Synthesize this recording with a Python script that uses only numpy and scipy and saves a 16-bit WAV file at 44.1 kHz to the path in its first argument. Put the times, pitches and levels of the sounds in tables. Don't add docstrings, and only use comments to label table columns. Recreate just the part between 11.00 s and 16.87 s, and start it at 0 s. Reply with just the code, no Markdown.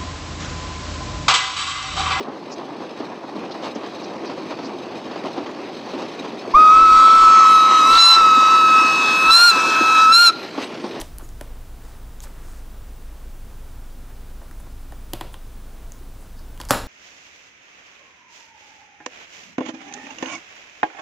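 import sys
import numpy as np
from scipy import signal
from scipy.fft import rfft, irfft, next_fast_len
from scipy.io import wavfile
from scipy.ndimage import map_coordinates

SR = 44100
rng = np.random.default_rng(int(sys.argv[2]) if len(sys.argv) > 2 else 0)


def gain_from_db(level_db):
    decades = np.asarray(level_db, float) / 20
    return 10 ** decades


def unload_audio(sound):
    columns = np.transpose(np.atleast_2d(sound))
    steps = np.round(np.clip(columns, -1, 1) * 32767)
    wavfile.write(sys.argv[1], SR, steps.astype(np.int16))


N = 258867

# [f/Hz, level/dB per Hz]
RUMBLE_SPECTRUM = [(4, -27), (10, -14), (15, 1), (30, 7), (42, 1), (65, 0.5), (90, -4), (200, -12),
                   (260, -11), (350, -19), (500, -36), (900, -120)]
# [f/Hz, level/dB per Hz]
AIR_SPECTRUM = [(150, -22), (250, -8), (425, -5), (568, -7), (611, -7.5), (664, -7.5), (1540, -12.5),
                (2060, -19.5), (3000, -22.5), (3900, -25), (6600, -120)]
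# [f/Hz, level/dB per Hz]
HISS_SPECTRUM = [(500, -60), (1000, -27), (2000, -0.5), (5000, -1.5), (10000, -3), (13000, -4.5),
                 (14500, -3.5), (17000, -5)]
# [f/Hz, side minus mid level/dB]
STEREO_WIDTH = [(60, -41), (200, -31.5), (700, -22), (1300, -26), (2400, -18), (4400, -13), (8000, -8.5),
                (15000, -6)]
# [multiple of the rotation, rms level/dB]
FAN_ORDERS = [(1, -37.5), (2, -57), (3, -62), (5, -64), (10, -69), (11, -68)]
# [multiple of the mains, rms level/dB]
MAINS_ORDERS = [(1, -45), (2, -59), (3, -64)]
# [multiple of the rotation, rms level/dB]
MOTOR_ORDERS = [(.25, -54), (1, -48.5), (2, -63)]
# [t/s, f/Hz]
WHINE_PITCH = [(0.0, 15181), (0.03, 15172), (0.44, 15315), (0.52, 15073), (0.78, 15500), (1.27, 15402),
               (1.93, 15226), (2.34, 15378), (2.66, 15082), (2.81, 15344), (3.37, 15240), (3.42, 15420),
               (4.05, 15246), (4.76, 15481), (5.72, 15241), (5.87, 15300)]
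# [t/s, length/s, level/dB, centre f/Hz, width over centre f]
STROKE_EVENTS = [(0, 0.023, -37, 4040, 2), (0.174, 0.074, -51, 1010, .9), (.19, .11, -57, 10000, 1.1),
                 (0.224, 0.052, -58.5, 6800, .08), (0.719, .3, -57.5, 890, 1.5),
                 (0.782, 0.18, -60, 6000, 1.2), (1.213, 0.047, -44.5, 6500, 1.9),
                 (1.239, 0.047, -47, 1000, 1.4), (1.381, 0.25, -57, 7000, 0.95),
                 (1.28, 0.37, -57.5, 1300, 0.96), (3.03, .11, -53.5, 950, 1), (3.298, 0.35, -63, 885, 0.94),
                 (3.592, 0.022, -56, 9000, .55), (3.701, 0.39, -64, 890, 1.3),
                 (4.202, .016, -50, 10000, .8), (4.215, 0.11, -60, 3300, 0.54),
                 (4.318, 0.036, -55, 9000, .6), (5.199, .04, -59, 9000, .55), (5.36, 0.064, -60, 4670, .2)]
# [t/s, peak level/dB, ring f/Hz, knock level/dB re tick]
TICK_EVENTS = [(0.0004, -29.5, 5900, -9), (0.0064, -30.5, 9000, -9), (0.1837, -29.5, 11200, -26),
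               (0.2894, -44, 6700, -14), (1.2033, -34, 6500, -36), (1.2035, -40, 3370, -36),
               (1.238, -35.5, 7600, -10), (3.5994, -48.5, 10000, 2), (4.1342, -26, 12800, -30),
               (4.1444, -46, 3080, -5), (4.2168, -43.5, 3050, 7), (4.9201, -33.5, 6540, -27),
               (5.224, -51, 7580, 1.5), (5.3924, -45, 4750, -10), (5.5755, -42, 3150, -8),
               (5.605, -36, 6680, -4), (5.6118, -31, 4460, -12.5), (5.614, -31, 3050, -18),
               (5.6345, -41, 3070, -1), (5.651, -35, 6260, -16), (5.655, -42, 3080, -8)]
# [t/s, peak level/dB, ring f/Hz, knock level/dB re tick]
CLIP_RIDE = [
    (5.6876, -31, 5000, -11),
    (5.6922, -31, 6300, -14),
    (5.6955, -29, 5000, -3),
    (5.698, -31, 8000, -3),
    (5.7025, -28, 6800, -8),
]
# [t/s, peak level/dB]
THUD_EVENTS = [
    (0.0004, -30),
    (0.2233, -38.5),
    (.41, -41.5),
    (3.233, -46),
    (4.1328, -25.5),
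    (5.0103, -38.5),
]
# [t/s, crack peak level/dB, knock level/dB re crack, knock f/Hz, whole-
# board level/dB re spot ring]
CONTACT_EVENTS = [(0.0118, -26, -20, 1800, 0), (0.0153, -23, -6.5, 593, 10), (0.196, -46, 6, 940, -2),
                  (0.41, -29.5, 0.5, 595, 8), (1.2539, -45.5, 4, 557, 2), (3.415, -57, 15, 680, 0),
                  (3.427, -58, 13, 690, 0), (3.5103, -42.5, 4.5, 1310, 18), (3.668, -56.5, 15, 676, 2),
                  (3.921, -42.5, 6.5, 607, 6), (4.1334, -20, -5.5, 717, 0.5), (4.2098, -23, 1.5, 940, -0.5),
                  (4.341, -31.5, -3, 1030, -7), (5.6, -30, 2.5, 980, 2)]
# [f/Hz, width/Hz, level/dB]
BOARD_MODES = [(1930, 1700, 0), (3420, 620, -8), (4350, 840, 1), (8500, 4200, 2.5), (11570, 3100, 3),
               (15300, 2100, -23)]
# [f/Hz, width/Hz, level/dB]
CHASSIS_MODES = [(557, 45, 2.5), (824, 106, 3.5), (895, 380, -1.5), (1350, 410, -2), (1500, 230, 0.5),
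                 (1893, 140, 3)]
# [f/Hz, width/Hz, level/dB]
DESK_MODES = [(119, 11, 15), (259, 40, -1), (322, 73, 2.5)]
# [f/Hz, t60/s]
ROOM_DECAY = [(150, 0.49), (600, 0.39), (2000, 0.39), (5000, 0.44), (12000, 0.33)]
# [delay/s, peak level/dB, ring f/Hz, ring width/Hz]
CLIP_SNAPS = [
    (0, 4.5, 6280, 1310),
    (.0037, -7, 11900, 1500),
]
# [f/Hz, width/Hz, level/dB]
SNAP_MODES = [(125.4, 20.5, 3.5), (261.4, 27.5, 0.5), (432, 56, -4), (554, 39, 3), (850, 210, -2),
              (898, 37, -5), (1200, 290, -0.5), (3580, 320, -11), (4500, 1000, -12), (9000, 5900, -15)]

SNAP_S = 5.70755
BOARD_HZ = 3150


def unit(x):
    return x / np.sqrt(np.mean(x ** 2) + 1e-20)


def peak1(x):
    return x / np.max(np.abs(x))


def along(points, hz):
    f, v = np.transpose(points)
    return np.interp(np.log(hz + 1), np.log(f + 1), v)


def curve(rows):
    return np.interp(np.arange(N) / SR, *np.transpose(rows))


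def wobble(rate):
    knots = rng.standard_normal(int(N * rate / SR) + 4)
    return map_coordinates(knots, [np.arange(N) * rate / SR])


def filtered(x, response):
    m = next_fast_len(x.shape[-1] + 4096)
    return irfft(rfft(x, m) * response(np.fft.rfftfreq(m, 1 / SR)), m)[..., :x.shape[-1]]


def body(modes):
    def response(f):
        total = 0
        for k, (centre, width, db) in enumerate(modes):
            damping = 1j * f * width
            total = total + (-1) ** k * gain_from_db(db) * damping / (centre * centre - f * f + damping)
        return total
    return response


def add(out, s, sound):
    out[round(s * SR):][:len(sound)] += sound


def rush(spectrum):
    def shape(hz):
        return gain_from_db(along(spectrum, hz)) * np.array([np.ones_like(hz), gain_from_db(along(STEREO_WIDTH, hz))])
    mid, side = filtered(rng.standard_normal((2, N)), shape)
    return unit(np.array([mid + side, mid - side]))


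def background():
    rumble = gain_from_db(-43.5 + 0.48 * wobble(2.43)) * rush(RUMBLE_SPECTRUM)
    air = gain_from_db(-53 + 0.7 * wobble(6.02)) * rush(AIR_SPECTRUM)
    hiss = gain_from_db(-55.5) * rush(HISS_SPECTRUM)
    return rumble + air + hiss


def drone(base_hz, orders, drift, sway_db):
    turns = np.cumsum(base_hz * (1 + drift * wobble(1.54))) / SR
    total = np.zeros(N)
    for multiple, db in orders:
        tone = np.sqrt(2) * np.sin(2 * np.pi * (multiple * turns + rng.random()))
        total += gain_from_db(db + sway_db * wobble(2.57)) * tone
    return total


def machines():
    fan = drone(23.3, FAN_ORDERS, drift=0.0021, sway_db=1.0)
    mains = drone(50.0, MAINS_ORDERS, drift=0.00029, sway_db=-2.0)
    motor = drone(55.6, MOTOR_ORDERS, drift=0.012, sway_db=-1.0)
    return fan + mains + motor


def whine():
    pitch_hz = curve(WHINE_PITCH) + 75 * wobble(40) + 60 * wobble(300)
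    turns = np.cumsum(pitch_hz) / SR
    scan = gain_from_db(-81) * np.sin(2 * np.pi * 15625 * np.arange(N) / SR)
    return gain_from_db(-64.5 + 1.5 * wobble(30)) * np.sin(2 * np.pi * turns) + scan


def strokes():
    grains_per_cycle = 0.77
    count = SR // 3
    out = np.zeros(N + SR)
    for s, length, db, centre_hz, width in STROKE_EVENTS:
        hits = rng.random(count) < grains_per_cycle * centre_hz / SR
        grains = hits * rng.standard_normal(count)
        surface = body([(centre_hz, width * centre_hz, 0)])
        rub = unit(filtered(grains, lambda f: surface(f) ** 2))
        swell = np.sin(np.pi * np.clip(np.arange(count) / SR / length, 0, 1))
        add(out, s, gain_from_db(db) * swell * rub)
    return out[:N]


def touch(chatter):
    t = np.arange(SR // 8) / SR
    burst = rfft(rng.standard_normal(len(t)) * np.exp(-t / chatter))
    even = irfft(burst / np.abs(burst) ** 0.8, len(t))
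    return even * np.exp(-(t / (2 * chatter)) ** 2)


def crack(ring_hz, board_db, chatter):
    spot = body([(ring_hz, 0.34 * ring_hz, 0)])
    ring = filtered(touch(chatter), lambda f: spot(f) ** 2)
    rise = lambda f: 1j * f / (1500 + 1j * f)
    board = filtered(touch(chatter), lambda f: rise(f) * body(BOARD_MODES)(f))
    return peak1(peak1(ring) + gain_from_db(board_db) * peak1(board))


def knock(modes, centre_hz, soft):
    spot = body([(centre_hz, 0.8 * centre_hz, 0)])
    panel = body([(centre_hz, 0.1 * centre_hz, 3)])
    push = np.exp(-np.arange(SR // 8) / SR / soft)
    struck = [(c * (1 + 0.03 * rng.normal()), w, g + 1.5 * rng.normal()) for c, w, g in modes]
    return peak1(filtered(push, lambda f: spot(f) * (body(struck)(f) + 1j * panel(f))))


def ticks():
    out = np.zeros(N + SR)
    for s, db, ring_hz, knock_db in TICK_EVENTS + CLIP_RIDE:
        board_db = 1.5 - 4.5 * np.log2(ring_hz / BOARD_HZ)
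        click = crack(ring_hz, board_db, chatter=0.00079)
        below = gain_from_db(knock_db + 0.5) * knock(CHASSIS_MODES, 960, soft=0.0001)
        add(out, s + 0.00055, gain_from_db(db + 6) * (click + below))
    return out[:N]


def thuds():
    out = np.zeros(N + SR)
    for s, db in THUD_EVENTS:
        add(out, s + 0.00069, gain_from_db(db) * knock(DESK_MODES, 337, soft=0.00017))
    return out[:N]


def contacts():
    out = np.zeros(N + SR)
    for s, db, knock_db, knock_hz, board_db in CONTACT_EVENTS:
        chassis = knock(CHASSIS_MODES, knock_hz, soft=0.0001)
        desk = gain_from_db(-9.5) * knock(DESK_MODES, 325, soft=0.00015)
        board = crack(BOARD_HZ, board_db, chatter=0.0024)
        add(out, s + 0.00066, gain_from_db(db + 2) * (board + gain_from_db(knock_db) * (chassis + desk)))
    return out[:N]


def room(x):
    out = np.zeros(N + SR)
    for start in range(0, N, SR // 4):
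        part = x[start:start + SR // 4]
        hz, t, z = signal.stft(rng.standard_normal((3, SR // 2)), SR, nperseg=256)
        decay_db = -60 * t / along(ROOM_DECAY, hz)[:, None]
        dulling_db = -2.1 * np.log2(1 + hz[:, None] / 4000)
        tails = signal.istft(z * gain_from_db(decay_db + dulling_db), SR, nperseg=256)[1]
        thirds = np.arange(len(part)) // 40 % 3 == np.arange(3)[:, None]
        wet = signal.fftconvolve(part * thirds, tails / np.linalg.norm(tails[0]), axes=1).sum(axis=0)
        add(out, start / SR + 0.003, wet)
    return out[:N]


def snap():
    near, far = np.zeros((2, N + SR))
    for delay, db, ring_hz, width_hz in CLIP_SNAPS:
        push = np.exp(-np.arange(SR // 8) / SR / 0.00005)
        blow = peak1(filtered(push, body(SNAP_MODES)))
        clip = body([(ring_hz, width_hz, 0), (12000, 2000, -10)])
        ring = peak1(filtered(touch(0.0013), clip))
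        board = crack(3500, board_db=25, chatter=0.0017)
        add(near, SNAP_S + delay, gain_from_db(db) * (blow + 0.62 * ring))
        add(far, SNAP_S + delay, gain_from_db(db) * (blow + 0.36 * ring + 0.47 * board))
    return near[:N], far[:N]


def settle():
    t = np.clip(np.arange(N) / SR - SNAP_S, 0, None)
    slow = np.sin(2 * np.pi * 22 * t) * np.exp(-t / 0.03)
    quick = 0.48 * np.sin(2 * np.pi * 120 * t) * np.exp(-t / 0.011)
    return gain_from_db(-26) * (slow + quick) * np.array([[1], [-1]])


def scene():
    light = strokes() + ticks() + thuds() + contacts()
    near, far = snap()
    walls = room(gain_from_db(-10.5) * light + gain_from_db(-7) * far)
    soft = background() + machines() + whine() + light + walls
    soft_top_hz = 15770
    return near + filtered(soft, lambda hz: np.clip((soft_top_hz - hz) / 40 + 0.5, 0, 1))


def low_pass(x):
    return signal.sosfilt(signal.butter(12, 16820, fs=SR, output="sos"), x)


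def record(dry):
    hot = dry / (1 + np.abs(dry / 0.88) ** 6) ** (1 / 6)
    top_hz = 15950
    mix = filtered(hot, lambda hz: 1 / (1 + (hz / top_hz) ** 80)) + settle()
    return low_pass(mix)


dry = scene()
out = record(dry)
unload_audio(out)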